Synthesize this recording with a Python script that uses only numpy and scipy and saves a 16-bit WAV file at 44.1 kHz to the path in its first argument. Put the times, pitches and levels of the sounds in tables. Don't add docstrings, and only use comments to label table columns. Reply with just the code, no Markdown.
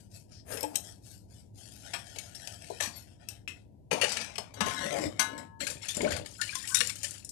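import sys
import numpy as np
from scipy import signal
from scipy.fft import rfft, irfft, next_fast_len
from scipy.io import wavfile
from scipy.ndimage import uniform_filter1d, map_coordinates

SR = 44100
rng = np.random.default_rng(int(sys.argv[2]) if len(sys.argv) > 2 else 0)


def log_audio(samples):
    frames = np.atleast_2d(samples).T
    limited = np.clip(frames, -1, 1)
    pcm = np.round(limited * 32767).astype(np.int16)
    wavfile.write(sys.argv[1], SR, pcm)


N = 322371
TIME = np.arange(N) / SR
HZ = np.maximum(np.fft.rfftfreq(next_fast_len(N), 1 / SR), 1)


# f/Hz, gain/dB
AIR_COLOUR = [(15, -43), (25, -53), (46, -13), (102, -3), (135, -11.5), (212, -13), (241, -19),
              (270, -15.5), (399, -24.5), (440, -28), (469, -26.5), (670, -29.5), (897, -38.5), (972, -35),
              (1200, -82.5), (1560, -84.5), (2640, -120)]
# f/Hz, gain/dB
SHADE = [(60, 2.5), (120, -4), (250, -5.5), (500, -14.5), (1000, -25.5), (2000, -34), (4000, -56),
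         (12000, -59.5)]
# t/s, f/Hz, level/dB, t60/s
THUMPS = [(0.634, 300.6, -36.5, 0.32), (2.699, 244, -45, 0.06), (2.875, 225, -23.5, 0.015),
          (3.923, 182, -29, 0.087), (4.615, 196, -23.5, 0.092), (4.625, 100, -40, 0.54),
          (4.939, 128, -42.5, 0.41), (5.055, 97, -31.5, 0.14), (5.06, 302, -31, 0.1),
          (5.195, 340, -34.5, 0.14), (6.127, 82.5, -28.5, 0.086)]
# start/s, length/s, rasp/dB, hiss/dB
STROKES = [(-0.06, 0.056, -64, -60.5), (0.085, 0.078, -61, -56), (0.265, 0.082, -62, -64.5),
           (0.65, 0.13, -70.5, -66), (0.79, 0.11, -57, -54.5), (1.0, 0.15, -63.5, -57.5),
           (1.26, 0.14, -66.5, -64.5), (1.525, 0.16, -60, -57), (1.66, 0.15, -62.5, -59),
           (1.79, 0.21, -51.5, -55), (2.01, 0.25, -55.5, -57), (2.18, 0.22, -59.5, -62),
           (2.34, 0.21, -53.5, -54.5), (2.56, 0.34, -54, -58), (2.9, 0.089, -54.5, -56),
           (3.02, 0.11, -65, -70.5), (3.17, 0.039, -53, -64), (3.26, 0.012, -42, -48.5),
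           (3.51, 0.061, -59, -69.5)]
# f/Hz, gain/dB
PAD_COLOUR = [(600, 13.5), (1150, -13.5), (1500, 1), (1900, -4), (2300, -4), (3200, -4), (5000, -3.5),
              (8000, -4.5), (11500, -12.5), (14000, -41.5)]
# f/Hz, width/Hz, level/dB
PLATE_PEAKS = [(1866, 170, -4.5), (2560, 98, -1), (3125, 178, -4), (5400, 230, -10.5), (7440, 81, -19.5),
               (8850, 340, -11.5)]
# start/s, length/s, first f/Hz, last f/Hz,
# nominal width/Hz, level/dB
SQUEALS = [(0.31, 0.094, 5560, 4920, 810, -60.5), (2.92, 0.07, 4670, 4400, 200, -57.5),
           (2.955, 0.025, 12100, 11500, 370, -49), (4.085, 0.05, 4780, 4660, 400, -43),
           (4.195, 0.024, 4900, 4780, 300, -42.5), (4.92, 0.078, 2495, 1947, 250, -48.5),
           (5.0, 0.069, 5600, 5000, 700, -50.5)]
# t/s, thud f/Hz, thud/dB, clack/dB, tick/dB, base t60/s
KNOCKS = [(0.521, 493, -47.5, -70, -39.5, 0.063), (0.572, 576, -53.5, -42.5, -37, 0.05),
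          (0.609, 580, -46.5, -65.5, -29.5, 0.0099), (0.629, 608, -26.5, -52.5, -34.5, 0.045),
          (0.637, 631, -27, -44.5, -59.5, 0.056), (0.744, 630, -65, -54, -49, 0.11),
          (0.758, 638, -49.5, -42, -18, 0.018), (1.935, 852, -38.5, -34, -36.5, 0.12),
          (2.159, 582, -44, -48.5, -47.5, 0.078), (2.185, 640, -65, -39, -34, 0.054),
          (2.348, 412, -63, -58, -41, 0.1), (2.473, 600, -42.5, -42, -31, 0.031),
          (2.7, 655, -31, -66, -46.5, 0.062), (2.802, 822, -36, -28.5, -36, 0.055),
          (2.807, 810, -31, -45, -25.5, 0.032), (2.822, 743, -42, -38, -32, 0.19),
          (2.858, 540, -51.5, -41, -44, 0.046), (3.287, 434, -53, -68, -35, 0.026),
          (3.478, 344, -54.5, -44, -45, 0.16), (3.912, 858, -33.5, -30, -35, 0.12),
          (3.928, 490, -24.5, -49.5, -36, 0.078), (3.956, 510, -27, -50, -48.5, 0.021),
          (4.013, 612, -33, -25.5, -26, 0.056), (4.02, 800, -50.5, -28, -35.5, 0.06),
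          (4.032, 567, -22.5, -35, -38, 0.054), (4.04, 376, -51, -25, -29, 0.062),
          (4.092, 710, -63, -51, -36, 0.097), (4.119, 710, -57, -52, -30, 0.065),
          (4.169, 664, -48, -32, -30.5, 0.051), (4.212, 695, -47, -39.5, -36.5, 0.073),
          (4.245, 680, -56, -48, -39, 0.033), (4.356, 690, -57, -38.5, -39, 0.036),
          (4.381, 765, -30.5, -35, -29, 0.038), (4.539, 685, -52, -57, -49.5, 0.13)]
# f/Hz, gain/dB
KNOCK_COLOUR = [(100, -47), (200, -1.5), (350, -15), (600, -1.5), (1000, -4.5), (1500, 1.5), (2400, 5.5),
                (4500, -3.5), (8000, -7), (12000, -14.5), (14000, -36.5)]
# t/s, brightest f/Hz, level/dB, t60/s
CLINKS = [(0.608, 11700, -33, 0.014), (0.629, 8250, -30.5, 0.035), (0.756, 7500, -19, 0.015),
          (2.189, 11000, -67, 0.011), (2.807, 5300, -30, 0.024), (3.287, 6200, -31, 0.032),
          (3.477, 2580, -36, 0.026)]
# f/Hz, level/dB
RIM_MODES = [(2620, 7.5), (5550, -5), (8100, -1), (12000, 2)]
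# start/s, length/s, rumble/dB, rasp/dB, hiss/dB
DRAGS = [(0.44, 0.096, -40.5, -51, -43), (0.66, 0.071, -48, -88.5, -63.5)]
# f/Hz, gain/dB
DRAG_COLOUR = [(100, -16), (300, -5), (700, -2), (1100, -4.5), (1700, 14.5), (2600, 9), (4300, -14),
               (7500, -11.5), (10000, -4.5), (13000, -12.5)]
# start/s, length/s, rumble/dB, rasp/dB, hiss/dB
PLATE_SLIDES = [(3.905, 0.035, -32.5, -43, -44), (4.01, 0.035, -38, -41, -41),
                (4.07, 0.072, -54, -42.5, -40), (4.15, 0.07, -46.5, -45, -49),
                (4.38, 0.016, -47.5, -56, -64)]
# f/Hz, width/Hz, level/dB
SLIDE_PEAKS = [(2380, 540, 1), (4800, 150, -5.5), (5300, 72, -23), (6150, 310, 4), (9170, 120, 6)]
# t/s, thud f/Hz, thud/dB, clack/dB, tick/dB, base t60/s, ring/dB
CLANGS = [(4.606, 1010, -22, -29.5, -29, 0.066, -35.5), (4.661, 601, -33, -39, -37.5, 0.16, -41.5),
          (4.696, 720, -45, -39, -52, 0.025, -70), (4.81, 976, -42, -50, -58, 0.031, -44.5),
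          (4.858, 540, -38, -39, -50, 0.032, -55.5), (4.907, 700, -52, -37, -45, 0.025, -51),
          (5.194, 1031, -27.5, -33, -20.5, 0.11, -25.5), (5.378, 517, -76, -53, -45.5, 0.11, -52.5)]
# start/s, length/s, rumble/dB, rasp/dB, hiss/dB, ring/dB
ROLLS = [(4.54, 0.18, -44.5, -60, -65, -51.5), (4.62, 0.22, -45, -46, -47.5, -42),
         (4.82, 0.24, -39.5, -45.5, -46, -52.5), (5.08, 0.36, -49.5, -61.5, -67.5, -70)]
# f/Hz, free level/dB, t60/s, level against floor/dB
POT_MODES = [(712, -30, .3, -9), (910.5, -18.5, 1.6, -12), (1061, -14, .75, -2), (1297, -20.5, .65, -12),
             (1465, -11, .22, -12), (1492, -5, .32, -7), (1516, -11, .33, -11), (1610, -11, .14, -20),
             (1691, -12, .8, -4), (2099, -3, .22, -6), (2920, -18, .5, -8), (3190, -11, .14, -10),
             (3465, -20, .15, -12), (3878, -8, .28, -4), (5780, -17, .3, -8)]
# f/Hz, width/Hz, level/dB
POT_PEAKS = [(4270, 18, 2), (5400, 34, -6), (5760, 29, -5), (6900, 90, -7.5), (7200, 49, -19),
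             (7290, 39, 3), (7680, 71, -5.5), (8820, 23, 11)]
# f/Hz, width/Hz, level/dB
CAVITY = [(202, 25, -9), (299, 30, 5), (385, 25, 0), (505, 30, -2), (571, 55, 5)]
# f/Hz, gain/dB
POT_COLOUR = [(30, -51), (76, -17), (130, -5.5), (302, 0), (446, -11.5), (554, -1), (787, -12.5),
              (1060, -12.5), (1360, -11), (1470, -18.5), (2200, -3.5), (2560, -13.5), (3000, -10),
              (3770, -11), (7930, -8), (12400, -20.5), (14000, -49)]
# start/s, length/s, first f/Hz, last f/Hz, nominal width/Hz, level/dB
BOOMS = [(4.83, 0.04, 534, 555, 40, -36), (4.905, 0.074, 533, 596, 129, -34),
         (4.98, 0.11, 568, 584, 173, -43.5), (4.97, 0.1, 316.5, 300.4, 69.6, -42),
         (5.94, 0.06, 600, 608, 70, -50.5), (5.99, 0.057, 269, 403.7, 110, -32.5),
         (6.032, 0.033, 552, 589, 59.1, -26.5), (6.075, 0.11, 574.6, 592, 178, -45.5),
         (6.385, 0.031, 1450, 1470, 90, -41.5), (6.69, 0.044, 1074, 1084, 59.6, -47.5),
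         (6.705, 0.031, 1520, 1550, 50, -42.5), (6.75, 0.04, 1570, 1527, 120, -49)]
# start/s, length/s, slosh/dB, bubbles/dB, spray/dB
SURGES = [(5.59, 0.14, -42.5, -48.5, -46), (5.81, 0.09, -56, -42.5, -42.5), (5.95, 0.21, -36, -46, -62),
          (6.0, 0.1, -30, -43.5, -45.5), (6.24, 0.21, -67, -59, -50), (6.41, 0.277, -59, -45.5, -42.5),
          (6.735, 0.12, -50, -41, -38.5), (7.025, 0.036, -60, -61, -44), (6.97, 0.18, -58, -52.5, -46)]
# t/s, bubbles/dB, spray/dB, base t60/s
SPLASHES = [(5.604, -38, -38, 0.2), (5.668, -35, -30, 0.064), (5.7, -48, -37, 0.11),
            (5.884, -42, -32.5, 0.086), (5.891, -37, -43, 0.022), (5.906, -46, -30.5, 0.037),
            (5.947, -44, -32, 0.04), (5.968, -40.5, -28, 0.031), (6.006, -35, -48, 0.035),
            (6.017, -46, -28, 0.024), (6.105, -38, -39, 0.091), (6.119, -33.5, -41, 0.094),
            (6.164, -39, -38, 0.084), (6.259, -45, -42, 0.062), (6.413, -30, -30, 0.055),
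            (6.553, -34.5, -29, 0.045), (6.673, -70, -36.5, 0.4), (6.745, -28.5, -16, 0.049),
            (6.769, -34, -27, 0.056), (6.786, -51, -34, 0.05), (6.805, -19, -21, 0.03),
            (6.812, -27, -24, 0.014), (6.871, -55, -29.5, 0.057), (6.896, -33.5, -30.5, 0.043),
            (6.955, -51, -35.5, 0.055), (7.031, -42.5, -31, 0.078), (7.043, -40, -35.5, 0.055),
            (7.108, -60, -30.5, 0.023), (7.118, -60, -40, 0.011), (7.158, -58, -48, 0.047),
            (7.247, -72, -35, 0.035), (7.291, -71, -36.5, 0.045)]
# t/s, f/Hz, level/dB, t60/s, phase rise (pitch climbs by twice this share over t60)
PLOPS = [(5.624, 2087, -28.5, 0.064, 0.017), (5.666, 1563, -31.5, 0.046, 0.11),
         (5.83, 2070, -38, 0.05, 0.14), (5.847, 1634, -45, 0.071, 0.064), (5.889, 3340, -28, 0.083, 0.13),
         (6.007, 940, -26.5, 0.024, 0.092), (6.046, 2180, -28, 0.035, 0.12), (6.059, 1020, -35, 0.059, .15),
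         (6.074, 1466, -29, 0.049, 0.13), (6.105, 2140, -43, 0.13, 0.106), (6.416, 1757, -30, 0.083, 0.065),
         (6.468, 1930, -41, 0.045, .15), (6.489, 2276, -31.5, 0.064, 0.24),
         (6.526, 1560, -33.5, 0.041, 0.12), (6.552, 1040, -30.5, 0.041, 0.018),
         (6.639, 1830, -35, 0.05, 0.1), (6.753, 3670, -22.5, 0.055, 0.04), (6.783, 3660, -22, 0.025, 0.13),
         (6.805, 1665, -18.5, 0.028, 0.13), (6.807, 1140, -28, 0.02, 0.08), (6.81, 485, -37, 0.1, 0.018),
         (6.896, 2110, -32, 0.062, 0.15), (6.96, 2860, -38, 0.04, 0.13), (7.041, 2840, -26.5, 0.037, 0.15)]
# f/Hz, gain/dB
WATER_COLOUR = [(35, -28), (100, 4), (200, -4), (310, -8), (450, -10.5), (580, -6.5), (800, -7.5),
                (1200, -21), (1800, -13), (3500, -10), (5000, 0.5), (7500, 6), (10000, 2.5), (13000, -7)]

AIR_DB, HUM_HZ, HUM_DB = -54.5, 106.4, -60.5
YARD_T60_S, YARD_DB, SHADED_YARD_DB = 0.21, -7, -1
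PORT_DELAY_S, CUTOFF_HZ = 0.00056, 13400
STROKE_ATTACK_S, STROKE_RELEASE_S = 0.061, 0.26
SNAGS_PER_S, SNAG_T60_S, SNAG_SHARE = 210, 0.018, 0.4
SHEEN_DB, SHEEN_HZ = -3, 10300
SQUEAL_ATTACK_S, SQUEAL_RELEASE_S = 0.013, 0.06
THUD_RISE_S = 0.0022
CLINK_SPREAD, CLINK_DB_PER_OCTAVE = 0.024, 13
DRAG_ATTACK_S, DRAG_RELEASE_S = 0.087, 0.48
SLIDE_ATTACK_S, SLIDE_RELEASE_S = 0.0085, 0.58
RATTLES_PER_S, RATTLE_T60_S, RATTLE_SHARE = 260, 0.02, 0.35
PLATE_DULL_HZ = 10800
ROLL_ATTACK_S, ROLL_RELEASE_S = 0.033, 0.14
BUMPS_PER_S, BUMP_T60_S, BUMP_SHARE = 110, 0.025, 0.45
ROLLING_UNTIL_S, ROLLING_MAX_T60_S, ROLL_MODE_WIDTH_HZ = 5.1, 0.4, 30
SWING_DB, SWING_HZ = 2.5, 6
BOOM_ATTACK_S, BOOM_RELEASE_S = 0.024, 0.08
WATER_START_S = 5.58
SURGE_ATTACK_S, SURGE_RELEASE_S = 0.012, 0.4
SPATTERS_PER_S, SPATTER_T60_S, SPATTER_SHARE = 90, 0.05, 0.65
SLAP_DB = -31
DROPS_PER_S, DROP_DB, DROP_SPREAD_DB = 170, 7, 20
DROP_LOW_HZ, DROP_HIGH_HZ, DROP_CYCLES, DROP_RISE = 2400, 10000, 100, 0.09
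PLOP_RISE_S = 0.0027
PLOP_CHURN, PLOP_CHURN_HZ = 0.6, 450


def from_db(db):
    return 10 ** (np.asarray(db) / 20)


def rms_one(x):
    return x / np.sqrt(np.mean(x ** 2) + 1e-20)


def gain_curve(points):
    hz, db = np.transpose(points)
    return from_db(np.interp(np.log(HZ), np.log(hz), db))


def filtered(x, gain):
    return irfft(rfft(x, next_fast_len(N)) * gain, next_fast_len(N))[..., :N]


def add(out, s, sound):
    start = int(np.clip(s * SR, 0, N - 1))
    out[start:start + len(sound)] += sound[:N - start]


def dying(t60):
    t60 = max(t60, .001)
    t = TIME[:int(t60 * SR)]
    return t, from_db(-60 * t / t60)


def rising(t, rise_s):
    return 1 - np.exp(-t / rise_s)


def registers(x, gain):
    above_low = 1 / (1 + (950 / HZ) ** 8)
    above_mid = 1 / (1 + (4000 / HZ) ** 8)
    splits = np.array([1 - above_low, above_low - above_mid, above_mid])
    return np.array([rms_one(band) for band in filtered(x, gain * splits)])


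def ragged(depth_db, spacing_hz):
    pattern = rng.standard_normal(2000)
    return from_db(depth_db * np.interp(HZ / max(spacing_hz, 20), np.arange(2000), pattern))


def resonances(peaks, lift_db):
    shape = sum(from_db(db) / (1 + (2 * (HZ - hz) / width_hz) ** 2) for hz, width_hz, db in peaks)
    return 1 + from_db(lift_db) * shape


def grit(per_s, spread_db):
    sizes = from_db(spread_db * np.minimum(rng.exponential(1, N), 4.5))
    return sizes * rng.choice([-1, 1], N) * (rng.random(N) < per_s / SR)


def roaming(x, depth_db, spacing_hz, per_s):
    hz, s, frames = signal.stft(x, SR, nperseg=1024)
    pattern = rng.standard_normal((400, 400))
    group = np.sqrt(hz / max(spacing_hz, 2))
    where = np.meshgrid(group, s * abs(per_s), indexing="ij")
    weight = map_coordinates(pattern, where, order=1, mode="mirror")
    gain = from_db(depth_db * weight.clip(-1.6, 1.6))
    gain /= np.sqrt(uniform_filter1d(gain ** 2, size=61, axis=0))
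    return signal.istft(frames * gain, SR)[1][:N]


def jolts(per_s, t60, share):
    count = int(per_s * TIME[-1])
    when = (np.arange(count) + rng.uniform(0, 2.1, count)) / per_s
    powers = from_db(rng.uniform(-14, 0, count)) ** 2
    kicks = np.bincount((when * SR).astype(int), powers, minlength=N)[:N]
    power = signal.lfilter([1], [1, -from_db(-120 / (t60 * SR))], kicks + 1e-18)
    return np.sqrt(1 - share + share * power / power.mean())


def moves(rows, attack_s, release_s):
    power = 0
    for start, length, *db in rows:
        swell = np.clip((TIME - start) / attack_s, 0, 1) ** 2
        fall = from_db(-60 * np.clip((TIME - start - length) / release_s, 0, 3))
        power = power + np.outer(from_db(db), swell * fall) ** 2
    return np.sqrt(power)


def bursts(times, levels_db, t60s):
    out = np.zeros(N)
    for s, db, t60 in zip(times, levels_db, t60s):
        t, fall = dying(t60)
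        add(out, s, from_db(db) * fall * rising(t, 0.00075))
    return out


def blows(rows, body, thud_spread, thud_length, clack_length):
    s, _, _, clack_db, tick_db, t60 = np.transpose(rows)[:6]
    noise = roaming(rng.standard_normal(N), depth_db=8, spacing_hz=3.064, per_s=9)
    _, clack, tick = registers(noise, body)
    out = clack * bursts(s, clack_db, t60 * clack_length) + tick * bursts(s, tick_db, t60)
    for start, hz, thud_db, _, _, length, *_ in rows:
        t, fall = dying(length * thud_length)
        pitches = hz * np.exp(thud_spread * rng.laplace(size=(24, 1)).clip(-4, 2))
        cluster = np.sin(2 * np.pi * (pitches * t + rng.random(pitches.shape))).sum(axis=0) * fall
        thud = rms_one(cluster) * np.std(fall) * rising(t, THUD_RISE_S)
        add(out, start, from_db(thud_db) * thud)
    return out


def scrape(gains, body, catches_per_s, shift_db, shifts_per_s):
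    catches = roaming(grit(catches_per_s, spread_db=1.5), shift_db, spacing_hz=2.52, per_s=shifts_per_s)
    return (gains * registers(catches, body)).sum(axis=0)


def glides(rows, attack_s, release_s):
    out = np.zeros(N)
    for start, length, first_hz, last_hz, width_hz, db in rows:
        t = TIME[:int((length + release_s) * SR)]
        r = np.exp(-np.pi * 1.5 * abs(width_hz) / SR)
        drive = rng.standard_normal(SR) + 1j * rng.standard_normal(SR)
        waver = signal.lfilter([1], [1, -2 * r, r * r], drive)[-len(t):]
        waver = waver / np.sqrt(abs(waver))
        pitch_hz = np.interp(t, [0, length], [first_hz, last_hz])
        carrier = np.exp(2j * np.pi * np.cumsum(pitch_hz) / SR)
        tone = rms_one(np.real(waver * carrier))
        fall = from_db(-60 * np.maximum(t - length, 0) / release_s)
        add(out, start, from_db(db) * tone * np.minimum(t / attack_s, 1) * fall)
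    return out


def bubble(hz, t60, rise):
    t, fall = dying(t60)
    return fall * np.sin(2 * np.pi * hz * t * (1 + rise * t / t60))


def air():
    noise = rng.standard_normal(N) + from_db(0.5) * rng.standard_normal((2, N))
    rumble = rms_one(filtered(noise, gain_curve(AIR_COLOUR)))
    hum = rms_one(filtered(rng.standard_normal(N), 1 / (1 + ((HZ - HUM_HZ) / 5) ** 2)))
    return from_db(AIR_DB) * rumble + from_db(HUM_DB) * hum


def yard(x):
    t, fall = dying(YARD_T60_S)
    echoes = rng.standard_normal((2, len(t))) * fall * rising(t, 0.0029)
    echoes /= np.sqrt(np.sum(echoes ** 2, axis=1, keepdims=True))
    reflected = signal.fftconvolve(x[None], echoes, axes=1)[:, :N]
    return x + from_db([[YARD_DB], [SHADED_YARD_DB]]) * reflected


def thumps():
    out = np.zeros(N)
    for s, hz, db, t60 in THUMPS:
        t, fall = dying(t60)
        add(out, s, from_db(db) * fall * np.sin(2 * np.pi * hz * t) * rising(t, 0.0031))
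    return out


def drops(flow):
    out = np.zeros(N)
    span_s = TIME[-1] - WATER_START_S
    for when, pitch, size in rng.random((int(DROPS_PER_S * span_s), 3)):
        s = WATER_START_S + when * span_s
        hz = DROP_LOW_HZ * (DROP_HIGH_HZ / DROP_LOW_HZ) ** pitch
        level = flow[int(s * SR)] * from_db(DROP_DB - DROP_SPREAD_DB * size)
        add(out, s, level * bubble(hz, DROP_CYCLES / hz, DROP_RISE))
    return out


def plops():
    out = np.zeros(N)
    for start, hz, db, length, rise in PLOPS:
        plop = bubble(hz, length, rise)
        t = TIME[:len(plop)]
        flutter = np.interp(t * PLOP_CHURN_HZ, np.arange(200), rng.standard_normal(200))
        churn = 1 + PLOP_CHURN * flutter
        add(out, start, from_db(db) * plop * churn * rising(t, PLOP_RISE_S))
    return out


def water():
    cloud, first = np.zeros(N), int(WATER_START_S * SR)
    for when, pitch, size in rng.random((8000, 3)):
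        hz = 1100 * 11 ** (pitch ** .7)
        s = WATER_START_S + when * (TIME[-1] - WATER_START_S)
        add(cloud, s, from_db(-24 * size) * bubble(hz, 70 / hz, rise=0.018))
    cloud /= np.std(cloud[first:])
    spray = roaming(grit(per_s=2500, spread_db=1.5), depth_db=13.0, spacing_hz=5.98, per_s=35)
    fizz = cloud + from_db(-0.5) * rms_one(spray)
    pot = resonances(CAVITY + POT_PEAKS, lift_db=5.5)
    bands = registers(fizz, gain_curve(WATER_COLOUR) * pot)
    bands /= np.std(bands[:, first:], axis=1, keepdims=True)
    s, bubbles_db, spray_db, t60 = np.transpose(SPLASHES)
    splashes = np.array([bursts(s, bubbles_db + SLAP_DB, t60 * 1.8),
                         bursts(s, bubbles_db, t60 * 1.15),
                         bursts(s, spray_db, t60)])
    flow = moves(SURGES, SURGE_ATTACK_S, SURGE_RELEASE_S)
    spatter = np.array([jolts(SPATTERS_PER_S, SPATTER_T60_S, SPATTER_SHARE) for _ in bands])
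    gains = np.hypot(from_db(-7.0) * flow * spatter, splashes)
    return (gains * bands).sum(axis=0) + drops(flow[1:].mean(axis=0)) + plops()


def pot_ring():
    wall = sum(from_db(db) / (1 + (2 * (HZ - hz) / ROLL_MODE_WIDTH_HZ) ** 2) for hz, _, _, db in POT_MODES)
    singing = rms_one(filtered(grit(per_s=1700, spread_db=0.5), wall))
    out = moves(ROLLS, ROLL_ATTACK_S, ROLL_RELEASE_S)[-1] * singing
    for s, *_, ring_db in CLANGS:
        lying = s < ROLLING_UNTIL_S
        for hz, free_db, t60, lying_db in POT_MODES:
            db = lying_db if lying else free_db
            t, fall = dying(min(t60, ROLLING_MAX_T60_S) if lying else t60)
            swing_db = SWING_DB * np.sin(2 * np.pi * (SWING_HZ * t + rng.random()))
            tone = np.sin(2 * np.pi * (hz * t + rng.random()))
            add(out, s, from_db(ring_db + db + swing_db) * fall * tone)
    return out


def water_pot():
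    body = gain_curve(POT_COLOUR) * resonances(POT_PEAKS, lift_db=-2.5)
    knocks = blows(CLANGS, body, thud_spread=0.51, thud_length=1.5, clack_length=1.8)
    cavity = resonances(CAVITY, lift_db=-16.5)
    rolling = moves(ROLLS, ROLL_ATTACK_S, ROLL_RELEASE_S)[:3] * jolts(BUMPS_PER_S, BUMP_T60_S, BUMP_SHARE)
    rumble = scrape(rolling, body * cavity, catches_per_s=1600, shift_db=10.0, shifts_per_s=17)
    return knocks + from_db(-0.5) * rumble


def clinks():
    out = np.zeros(N)
    for s, brightest_hz, db, t60 in CLINKS:
        t, fall = dying(t60)
        for hz, mode_db in RIM_MODES:
            pitches = hz * (1 + CLINK_SPREAD * rng.standard_normal((6, 1)))
            cluster = np.sin(2 * np.pi * (pitches * t + rng.random((6, 1)))).sum(axis=0) * fall
            level_db = db + mode_db - CLINK_DB_PER_OCTAVE * abs(np.log2(hz / brightest_hz))
            add(out, s, from_db(level_db) * rms_one(cluster) * np.std(fall))
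    return out


def small_pot_and_plates(metal):
    colour = gain_curve(KNOCK_COLOUR)
    knocks = blows(KNOCKS, colour * metal, thud_spread=.22, thud_length=1.86, clack_length=1.2)
    drag = scrape(moves(DRAGS, DRAG_ATTACK_S, DRAG_RELEASE_S), gain_curve(DRAG_COLOUR),
                  catches_per_s=4300, shift_db=4.5, shifts_per_s=20.1)
    rattle = jolts(RATTLES_PER_S, RATTLE_T60_S, RATTLE_SHARE)
    slides = from_db(-3.0) * moves(PLATE_SLIDES, SLIDE_ATTACK_S, SLIDE_RELEASE_S) * rattle
    plates = colour * resonances(SLIDE_PEAKS, lift_db=1.0) / (1 + (HZ / PLATE_DULL_HZ) ** 6)
    chatter = scrape(slides, plates, catches_per_s=5000, shift_db=6.0, shifts_per_s=27)
    return from_db(-0.5) * knocks + clinks() + drag + chatter


def scouring(metal):
    rasp_gain, hiss_gain = moves(STROKES, STROKE_ATTACK_S, STROKE_RELEASE_S)
    strands = roaming(grit(per_s=3400, spread_db=-1.5), depth_db=8.5, spacing_hz=2.904, per_s=28)
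    strands = strands * jolts(SNAGS_PER_S, SNAG_T60_S, SNAG_SHARE)
    _, rasp, hiss = registers(strands, gain_curve(PAD_COLOUR) * metal)
    hollow_gain = 1 / (1 + ((HZ - 690) / 120) ** 2) / (1 + (HZ / 1000) ** 6)
    hollow = rms_one(filtered(rng.standard_normal(N), hollow_gain))
    lightness = (hiss_gain / (hiss_gain + rasp_gain + 1e-12)) ** 3
    treble = rms_one(filtered(strands, 1 / (1 + (SHEEN_HZ / HZ) ** 8) * (HZ < CUTOFF_HZ)))
    sheen = from_db(SHEEN_DB) * lightness * treble
    return rasp_gain * (from_db(-6.5) * rasp + from_db(-7.5) * hollow) + hiss_gain * (hiss + sheen)


def scene():
    metal = resonances(PLATE_PEAKS, lift_db=3.5) * ragged(depth_db=1.7, spacing_hz=69.57)
    squeals = glides(SQUEALS, SQUEAL_ATTACK_S, SQUEAL_RELEASE_S)
    booms = glides(BOOMS, BOOM_ATTACK_S, BOOM_RELEASE_S)
    vessels = scouring(metal) + small_pot_and_plates(metal) + water_pot() + thumps()
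    sound = yard(vessels + water() + squeals + booms) + pot_ring() + air()
    shade = gain_curve(SHADE)
    late = np.exp(-2j * np.pi * HZ * PORT_DELAY_S)
    ports = 2 / (1 + shade) * np.array([np.ones_like(late), shade * late])
    return filtered(sound, ports) + from_db(-83.0) * rng.standard_normal((2, N))


def record(dry):
    dry = signal.sosfilt(signal.butter(2, 36, "high", fs=SR, output="sos"), dry)
    return signal.sosfilt(signal.ellip(10, .2, 80, CUTOFF_HZ, fs=SR, output="sos"), dry)


dry = scene()
out = record(dry)
log_audio(out)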